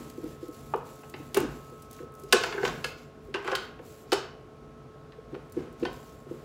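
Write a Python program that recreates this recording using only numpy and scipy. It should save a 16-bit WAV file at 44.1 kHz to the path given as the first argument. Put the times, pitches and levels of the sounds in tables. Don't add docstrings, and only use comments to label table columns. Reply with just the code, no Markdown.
import sys
import numpy as np
from scipy import signal
from scipy.io import wavfile
from scipy.ndimage import uniform_filter1d

SR = 44100
rng = np.random.default_rng(int(sys.argv[2]) if len(sys.argv) > 2 else 0)


def amplitude_ratio(level_db):
    exponent = np.asarray(level_db, float) / 20
    return 10 ** exponent


def wav_out(sig):
    wavfile.write(sys.argv[1], SR, np.round(np.clip(np.atleast_2d(sig).T, -1, 1) * 32767).astype(np.int16))


N = 284004
T = np.arange(N) / SR
SLOW = T[::44]

# [t/s, peak level/dB, lower mode f/Hz, upper mode relative level/dB]
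THUDS = [(0.0, -37.5, 328, -9), (0.18, -28.5, 346, -3), (0.237, -25.5, 309, -4), (0.26, -33, 318, -16.5),
         (0.428, -29, 351, -3), (0.486, -29.5, 311, 0.5), (0.747, -21, 390, 4), (1.202, -35, 292, -19),
         (1.721, -38, 402, 3), (2.003, -33, 344, 3), (2.029, -33.5, 393, 4), (2.633, -16.5, 400, -5),
         (2.673, -25, 404.2, -18), (2.845, -30.5, 419, 22), (3.795, -37.5, 353, 14), (4.123, -14, 367, -6),
         (5.59, -33, 330, -11), (5.615, -36, 300, -11), (5.844, -30, 330, -10), (6.311, -26, 345, -0.5)]
# [t/s, peak level/dB, mode f/Hz, upper mode relative level/dB, contact t/s]
SLAPS = [(1.41, -23, 300, -10, .012), (1.423, -23, 300, -6, .022), (1.445, -27, 260, -15, .014),
         (2.324, -13, 390, -22, .034), (4.116, -32, 390, 3, .022), (5.18, -37, 450, 3, .018),
         (5.32, -36, 330, -10, .022), (5.355, -31, 400, -3, .018), (5.561, -21, 342, -11, .028),
         (5.819, -19, 350, 0, .025), (5.856, -28, 366, -8, .026)]
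# [t/s, peak level/dB, time to fall 60 dB t/s]
JOLTS = [(1.144, -35.5, 0.041), (1.349, -30.5, 0.15), (1.374, -15, 0.09), (2.236, -37.5, 0.15),
         (2.352, -23, 0.15), (2.435, -34, 0.12), (2.547, -33, .2), (2.582, -28.5, 0.2),
         (3.288, -36.5, 0.09), (3.348, -25.5, 0.18), (3.485, -32.5, 0.049), (3.527, -27.5, 0.059),
         (4.13, -22, 0.18), (5.334, -36, 0.033), (5.347, -32, 0.03), (6.268, -39.5, 0.068)]
UPPER_HZ = 478.7
DOOR_HZ = 241.5

# [start t/s, length t/s, hiss level/dB, duller part relative level/dB]
STROKES = [(-.05, 0.16, -59.5, -0.5), (0.173, 0.037, -64, 0.5), (0.276, 0.064, -62.5, 0),
           (0.425, 0.055, -64.5, 2), (0.54, 0.24, -61, -0.5), (0.87, .19, -61, 0.5),
           (1.085, 0.026, -66, -5), (1.17, 0.2, -63.5, -1.5), (1.385, 0.023, -58, 8),
           (1.516, 0.34, -62.5, 0.5), (1.93, 0.079, -63, 2.5), (2.19, 0.2, -66.5, -3),
           (2.354, 0.12, -55.5, 12), (2.528, .09, -63, 6), (2.656, 0.021, -54, 11.5),
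           (2.736, 0.073, -63.5, 2), (2.86, 0.021, -57, 3), (2.988, 0.039, -69.5, 8.5),
           (3.239, 0.036, -73.5, -1), (3.36, 0.0196, -75, 4), (3.466, 0.182, -63.5, 6),
           (3.862, 0.173, -61, -0.5), (4.133, 0.04, -61, 9), (5.316, 0.041, -81, -3.5),
           (5.447, .12, -81, -5), (5.585, 0.05, -79, 11.5), (5.802, 0.08, -72.5, 9.5),
           (5.936, 0.21, -63.5, 2), (6.19, 0.036, -70, -4), (6.315, 0.15, -69.5, -1)]
# [f/Hz, level per Hz/dB]
RUB_COLOUR = [(1500, -8), (2500, 0.5), (4000, -1.5), (7500, -3)]
# [f/Hz, level per Hz/dB]
FIZZ_COLOUR = [(4500, -31), (6000, -10), (7600, 1.5), (8500, -6.5), (11000, -3), (14500, -4.5), (15700, -5),
               (16300, -28.5)]

# [t/s, shaft f/Hz, fifth order level/dB, sixth order level/dB]
MOTOR = [(0, 215.5, -62, -60), (.7, 215.7, -62, -58), (1.4, 216, -62, -60), (1.6, 216, -62, -57),
         (2.3, 215.8, -61, -56), (2.9, 216.2, -63, -68), (3.6, 216.5, -64, -68), (4.3, 216.6, -64, -68),
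         (4.9, 216.8, -65, -62), (5.2, 216.8, -64, -68), (5.7, 216.4, -62, -64), (6.44, 216.1, -62, -66)]
# [multiple of the shaft speed, rms level/dB]
STEADY_ORDERS = [(2, -56.5), (3, -67)]
# [f/Hz, width f/Hz, level/dB]
DRONES = [(55.11, 13, -2), (90, 14, -3), (139, 22, 5.5), (219.8, 28, -3.5), (236, 10, -4.5)]
# [t/s, length t/s, level/dB]
SHOVES = [(-.02, 0.027, -42), (0.232, 0.074, -46), (0.57, 0.017, -49.5), (0.72, 0.024, -48.5),
          (1.194, .04, -48.5), (1.383, 0.094, -39.5), (2.366, .05, -45.5), (2.638, 0.06, -41),
          (2.72, .05, -43), (3.34, 0.019, -53), (5.321, 0.1, -53), (5.569, 0.031, -44),
          (5.817, 0.041, -43.5), (6.29, .2, -49)]
# [f/Hz, level per Hz/dB]
AIR = [(32, -31), (50, 8), (120, -13), (400, -6.5), (750, -13.5), (900, -22), (1400, -19), (1750, -27.5),
       (3000, -34), (7000, -43.5), (8500, -62.5), (15500, -57), (16500, -76)]

# [t/s, peak level/dB, centre f/Hz, length t/s]
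TICKS = [(0.099, -37, 6750, 0.005), (0.241, -41, 7460, 0.0044), (0.4818, -42, 7800, 0.0054),
         (.76, -44, 6500, .005), (1.097, -42, 9000, 0.009), (1.822, -42, 7600, 0.0087),
         (1.911, -35, 7060, 0.004), (1.9303, -35, 10400, 0.0033), (2.1206, -53, 14200, 0.004),
         (2.139, -48, 14200, 0.0045), (2.151, -42, 10400, 0.0048), (2.198, -40, 9930, 0.0045),
         (2.236, -38.5, 6760, 0.0037), (3.425, -52, 3500, 0.006), (3.446, -45, 3800, .008),
         (3.475, -38, 3500, .01), (3.516, -37, 3200, .012), (4.119, -28, 5500, .006),
         (5.121, -46, 1600, .008), (5.344, -41.5, 1250, .005), (5.35, -39.5, 1250, .005),
         (5.498, -51, 6830, 0.0041), (5.5219, -40, 10300, 0.0071), (5.7269, -49.5, 5930, 0.0045),
         (5.797, -50, 7060, 0.0061), (5.93, -43, 6870, 0.0043)]
# [t/s, peak level/dB, centre f/Hz, length t/s]
STRIKES = [
    (1.3447, -20, 11350, 0.0055),
    (1.371, -18.5, 10500, .005),
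    (1.403, -26, 12000, 0.0045),
    (2.326, -14.5, 11910, 0.0096),
    (2.844, -31, 5000, 0.007),
    (3.554, -28, 11940, 0.0053),
    (4.131, -27.5, 7000, 0.007),
]
# [t/s, floor modes peak level/dB, wall modes peak level/dB, rim modes peak level/dB]
KNOCKS = [(0.738, -28, -36, -38), (1.034, -43, -48, -48.5), (1.14, -34.5, -38, -35),
          (1.345, -34.5, -35.5, -26), (1.368, -23, -22.5, -27.5), (1.4, -43, -42, -44),
          (1.989, -53, -47.5, -50), (2.325, -19, -15.5, -9), (2.362, -33, -28, -36),
          (2.436, -26.5, -23, -19), (2.525, -34, -30, -30), (2.579, -35, -25.5, -48),
          (2.631, -27, -24.5, -33), (2.651, -25, -23, -20.5), (2.677, -30, -28.5, -28),
          (2.843, -32, -28.5, -21.5), (3.342, -38, -31, -26), (3.446, -37, -37, -38),
          (3.477, -34, -30, -31.5), (3.516, -28, -31, -29), (3.528, -27, -26.5, -47.5),
          (3.552, -38, -25.5, -19), (3.791, -42.5, -48, -47), (4.12, -39, -23, -18.5),
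          (4.129, -20.5, -23.5, -15.5), (5.345, -40, -46, -52), (5.572, -48, -47, -54),
          (5.83, -42, -44, -39), (5.852, -27.5, -38, -29.5)]
# [peak t/s, level/dB, build-up by 20 dB t/s, dying by 20 dB t/s]
RATTLES = [
    (1.372, -15.5, .012, 0.021),
    (2.342, -18.5, .005, .05),
    (2.44, -26, .01, 0.1),
    (2.559, -34.5, .3, 0.22),
    (2.658, -28.5, 0.061, 0.087),
    (3.352, -22, .005, 0.0426),
    (3.478, -22.5, 0.041, 0.09),
    (5.354, -48, 0.052, 0.024),
    (5.59, -42, .025, .2),
]
# [f/Hz, level/dB, time to fall 60 dB t/s]
FLOOR_MODES = [(640, -12, .015), (730, -5, .02), (790, -2, .022), (865, -1, .025), (980, -3, .02),
               (1090, 0, .035), (1190, -3, .02)]
# [f/Hz, level/dB, time to fall 60 dB t/s]
WALL_MODES = [(1300, -3, .018), (1400, -2, .02), (1505, 0, .03), (1600, -3, .018), (1705, -1, .025),
              (1900, -4, .012), (2150, -3, .012)]
# [f/Hz, level/dB, time to fall 60 dB t/s]
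RIM_MODES = [(2300, -3, .008), (2665, -3, .011), (2900, -1, .012), (3150, -1, .01), (3450, -4, .007),
             (3850, -4, .008), (4250, -5, .007), (4650, -4, .01), (5100, -6, .007), (5500, -6, .006)]
# [t/s, f/Hz, peak level/dB, time to fall 60 dB t/s]
RINGS = [(0.738, 1150, -20, 0.011), (.737, 880, -15.5, 0.015), (0.743, 1050, -24, .015),
         (1.371, 2750, -31, .025), (1.368, 1800, -45, 0.024), (2.326, 2650, -14, .05),
         (2.328, 3130, -17, .04), (2.327, 4676, -13, 0.025), (2.329, 1600, -19.5, 0.08),
         (2.38, 1705, -27, .15), (2.328, 1100, -17, 0.05), (2.36, 1080, -22, .12), (2.69, 1100, -30, .08),
         (2.329, 783, -20.5, 0.069), (2.582, 1580, -37, 0.067), (2.654, 1520, -22, 0.1),
         (2.845, 2720, -24, 0.023), (2.844, 1670, -25.5, 0.085), (3.343, 2740, -22.5, 0.033),
         (3.346, 1140, -31, 0.082), (3.481, 1630, -28, 0.06), (3.532, 1625, -27.5, 0.17),
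         (4.122, 782, -24, 0.057), (4.124, 1392, -28, 0.099), (4.124, 525, -24, .08), (3.52, 525, -27, .12),
         (3.48, 525, -31, .1), (2.366, 3950, -24, .06), (2.526, 2720, -32, .08), (5.131, 1745, -47, 0.03),
         (5.864, 3150, -36, 0.13), (5.885, 1050, -41, .15), (1.372, 880, -27, .06),
         (5.852, 2755, -31, 0.05), (5.853, 1500, -34, 0.04)]

# [f/Hz, time to fall 60 dB t/s]
KITCHEN = [(200, 0.19), (500, 0.46), (1500, .55), (4000, 0.41), (6200, .39), (8500, 0.25), (14000, 0.056)]


def read(points, hz):
    f, value = np.transpose(points)
    return np.interp(np.log(hz + 1), np.log(f + 1), value)


def column(rows, k):
    rows = np.asarray(rows)
    return np.interp(T, rows[:, 0], rows[:, k])


def evened(x):
    return x / np.sqrt(np.mean(x ** 2) + 1e-20)


def peaked(x, db):
    return amplitude_ratio(db) * x / (abs(x).max() + 1e-20)


def add(mix, s, sound):
    part = mix[max(round(s * SR), 0):][:len(sound)]
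    part += sound[:len(part)]


def band(x, lo_hz, hi_hz):
    limits = [lo_hz, min(hi_hz, 16300)]
    return signal.sosfilt(signal.butter(3, limits, "band", fs=SR, output="sos"), x)


def swell(s, length, db, rise, sag, fall):
    u = SLOW - s
    return db - rise * np.maximum(-u, 0) - sag * np.clip(u, 0, length) - fall * np.maximum(u - length, 0)


def hiss(colour, patchy_db):
    frames, hz = N // 256 + 5, np.fft.rfftfreq(1024, 1 / SR)
    a, b, patches = rng.standard_normal((frames, 513, 3)).T
    patches = uniform_filter1d(patches, size=14, axis=0)
    patches = evened(uniform_filter1d(patches, size=8, axis=1))
    z = (a + 1j * b) * amplitude_ratio(read(colour, hz)[:, None] + patchy_db * patches)
    return evened(signal.istft(z, nperseg=1024, noverlap=768)[1][:N])


def ring(modes, spread_db, detune):
    hz, db, t60 = np.transpose(modes)[:, :, None]
    t = np.arange(0, min(t60.max(), .14), 1 / SR)
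    luck = rng.standard_normal((len(modes), 2, 1))
    level = amplitude_ratio(db + spread_db * luck[:, 0] - 60 * t / t60)
    return (level * np.sin(2 * np.pi * hz * (1 + detune * luck[:, 1]) * t)).sum(0)


def thud(db, hz, upper_db, contact, t60):
    size = int(np.clip(contact, .001, .04) * SR)
    t = np.arange(size) / SR
    shake = np.cos(2 * np.pi * hz * t) + 0.74 * np.cos(2 * np.pi * UPPER_HZ * t)
    shake += 0.3 * np.cos(2 * np.pi * DOOR_HZ * t)
    modes = [(hz, 0, t60), (hz * 1.17, -6, t60), (UPPER_HZ, upper_db, t60),
             (315, -14, .05), (DOOR_HZ, -14, .05)]
    push = np.hanning(size) * shake
    return peaked(signal.fftconvolve(push, ring(modes, 0, 0.0048)), db)


def thuds():
    out = np.zeros(N)
    for s, *row in THUDS:
        add(out, s - .006, thud(*row, contact=0.019, t60=0.054))
    for s, *row in SLAPS:
        add(out, s, thud(*row, t60=.022))
    for s, db, t60 in JOLTS:
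        add(out, s - .006, thud(db, hz=401, upper_db=-18, contact=.013, t60=t60))
    return out


def cloth():
    grain = amplitude_ratio(1.8 * evened(uniform_filter1d(rng.standard_normal(N), size=160)))
    rub_colour = [(900, -56.5)] + RUB_COLOUR + [(9000, -44)]
    fizz, rub = np.zeros((2, len(SLOW)))
    for s, length, db, dull_db in STROKES:
        power = amplitude_ratio(2 * swell(s, length, db, rise=350.5, sag=23.5, fall=200.5))
        fizz = fizz + power
        rub = rub + power * amplitude_ratio(2 * dull_db)
    fizz = np.sqrt(np.interp(T, SLOW, fizz)) * hiss(FIZZ_COLOUR, patchy_db=1.34)
    rub = np.sqrt(np.interp(T, SLOW, rub)) * hiss(rub_colour, patchy_db=1.5)
    return evened(grain) * (fizz + rub)


def motor():
    turns = 2 * np.pi * np.cumsum(column(MOTOR, 1)) / SR
    orders = STEADY_ORDERS + [(5, column(MOTOR, 2)), (6, column(MOTOR, 3))]
    out = np.zeros(N)
    for order, db in orders:
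        waver = amplitude_ratio(1.3 * evened(uniform_filter1d(rng.standard_normal(N), size=4000)))
        out += amplitude_ratio(db) * waver * np.sin(round(order) * turns)
    return np.sqrt(2) * out


def rumble():
    noise, out = rng.standard_normal(N), np.zeros(N)
    for hz, width, db in DRONES:
        b, a = signal.iirpeak(hz, hz / width, SR)
        out += amplitude_ratio(db) * evened(signal.lfilter(b, a, noise))
    rocking = sum(amplitude_ratio(2 * swell(*row, rise=298.5, sag=0, fall=74)) for row in SHOVES)
    steady_db = -52.5
    return np.sqrt(amplitude_ratio(2 * steady_db) + np.interp(T, SLOW, rocking)) * evened(out)


def chatter(length, sharp):
    t = np.arange(3000) / SR
    contacts = rng.standard_normal(3000) * amplitude_ratio(2.55 * rng.standard_normal(3000))
    contacts *= amplitude_ratio(-20 * t / np.clip(length, .001, .06)) * (1 - np.exp(-t / 0.001))
    contacts[8] += sharp
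    return contacts


def crack(lo_hz, hi_hz, length):
    return band(chatter(length, 2.02), lo_hz, hi_hz)


def family(drive, modes, grit=4.0):
    response = ring(modes, 2, .015)
    response[0] += grit * len(modes)
    return band(signal.fftconvolve(drive, response), modes[0][0], modes[-1][0])


def knock(floor_db, wall_db, rim_db):
    contact_s = .011
    top_hz = 3340 * 2 ** ((rim_db + 37.5) / 11.5)
    drive = band(chatter(contact_s, 2.7), 250, max(top_hz, 2500))
    out = np.zeros(9000)
    for modes, db in ((FLOOR_MODES, floor_db), (WALL_MODES, wall_db), (RIM_MODES, rim_db)):
        add(out, 0, peaked(family(drive, modes), db))
    crack_db = 2 + 1.66 * rim_db
    add(out, 0, peaked(crack(3700, 9800, 1.37 * contact_s), crack_db))
    return out


def rattle(db, rise, fall):
    t = np.arange(-rise, 2 * fall, 1 / SR)
    unevenness = evened(uniform_filter1d(rng.standard_normal(len(t)), size=90))
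    contacts = rng.standard_normal(len(t)) * amplitude_ratio(3.0 * unevenness)
    walls = evened(family(contacts, FLOOR_MODES + WALL_MODES + RIM_MODES[:4])[:len(t)])
    hollow_modes = [(340, -3, .06), (405, 0, .08), (UPPER_HZ, -3, .06)]
    hollow = evened(family(contacts, hollow_modes, grit=0)[:len(t)])
    drop_db = 20 * np.maximum(-t / rise, t / fall)
    level = amplitude_ratio(db - 11.5) * signal.windows.tukey(len(t), .1)
    return level * (amplitude_ratio(-drop_db) * walls + amplitude_ratio(-1.5 - drop_db / 2.4) * hollow)


def bin_hits():
    out = np.zeros(N)
    for s, *row in KNOCKS:
        add(out, s - .0008, knock(*row))
    for s, db, rise, fall in RATTLES:
        add(out, s - rise, rattle(db, rise, fall))
    for s, db, hz, length in TICKS + STRIKES:
        add(out, s, peaked(crack(0.46 * hz, 2.5 * hz, length), db))
    return out


def rings():
    out = np.zeros(N)
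    for s, hz, db, t60 in RINGS:
        pair = ring([(hz, 0, t60), (0.65 * hz, -5, t60)], 0, 0)
        sound = signal.fftconvolve(chatter(0.0056, 5.5), pair)
        add(out, s, peaked(band(sound, .4 * hz, 1.6 * hz), db))
    return out


def kitchen(x):
    out, at = np.zeros(N), np.arange(200, SR - 20, 20)
    x = signal.lfilter(*signal.butter(1, 245.75, "high", fs=SR), x)
    for k in range(3):
        taps = np.zeros(SR)
        taps[at + rng.integers(0, 20, len(at))] = rng.choice([-1., 1.], len(at))
        hz, t, z = signal.stft(taps, SR, nperseg=256)
        dying = amplitude_ratio(-60 * t / read(KITCHEN, hz)[:, None])
        tail = signal.istft(z * dying, SR, nperseg=256)[1]
        turn = np.sqrt(2 / 3) * np.cos(np.pi * (60 * T + k / 3))
        out += signal.fftconvolve(x * turn, tail / np.linalg.norm(tail))[:N]
    return out


def scene():
    soft, hard, tones = thuds(), bin_hits(), rings()
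    echoes = amplitude_ratio(-7.5) * kitchen(hard + amplitude_ratio(-1) * soft + amplitude_ratio(-8) * tones)
    air = amplitude_ratio(-53.5) * hiss(AIR, patchy_db=1.5)
    steady = cloth() + motor() + rumble() + air
    return (soft + hard + tones + echoes + steady)[None]


def low_pass(x):
    return signal.sosfilt(signal.butter(12, 16830, fs=SR, output="sos"), x)


def record(dry):
    cut = signal.sosfilt(signal.butter(6, 45, "high", fs=SR, output="sos"), dry)
    cut = signal.sosfilt(signal.butter(26, 15900, fs=SR, output="sos"), cut)
    return low_pass(cut)


dry = scene()
out = record(dry)
wav_out(out)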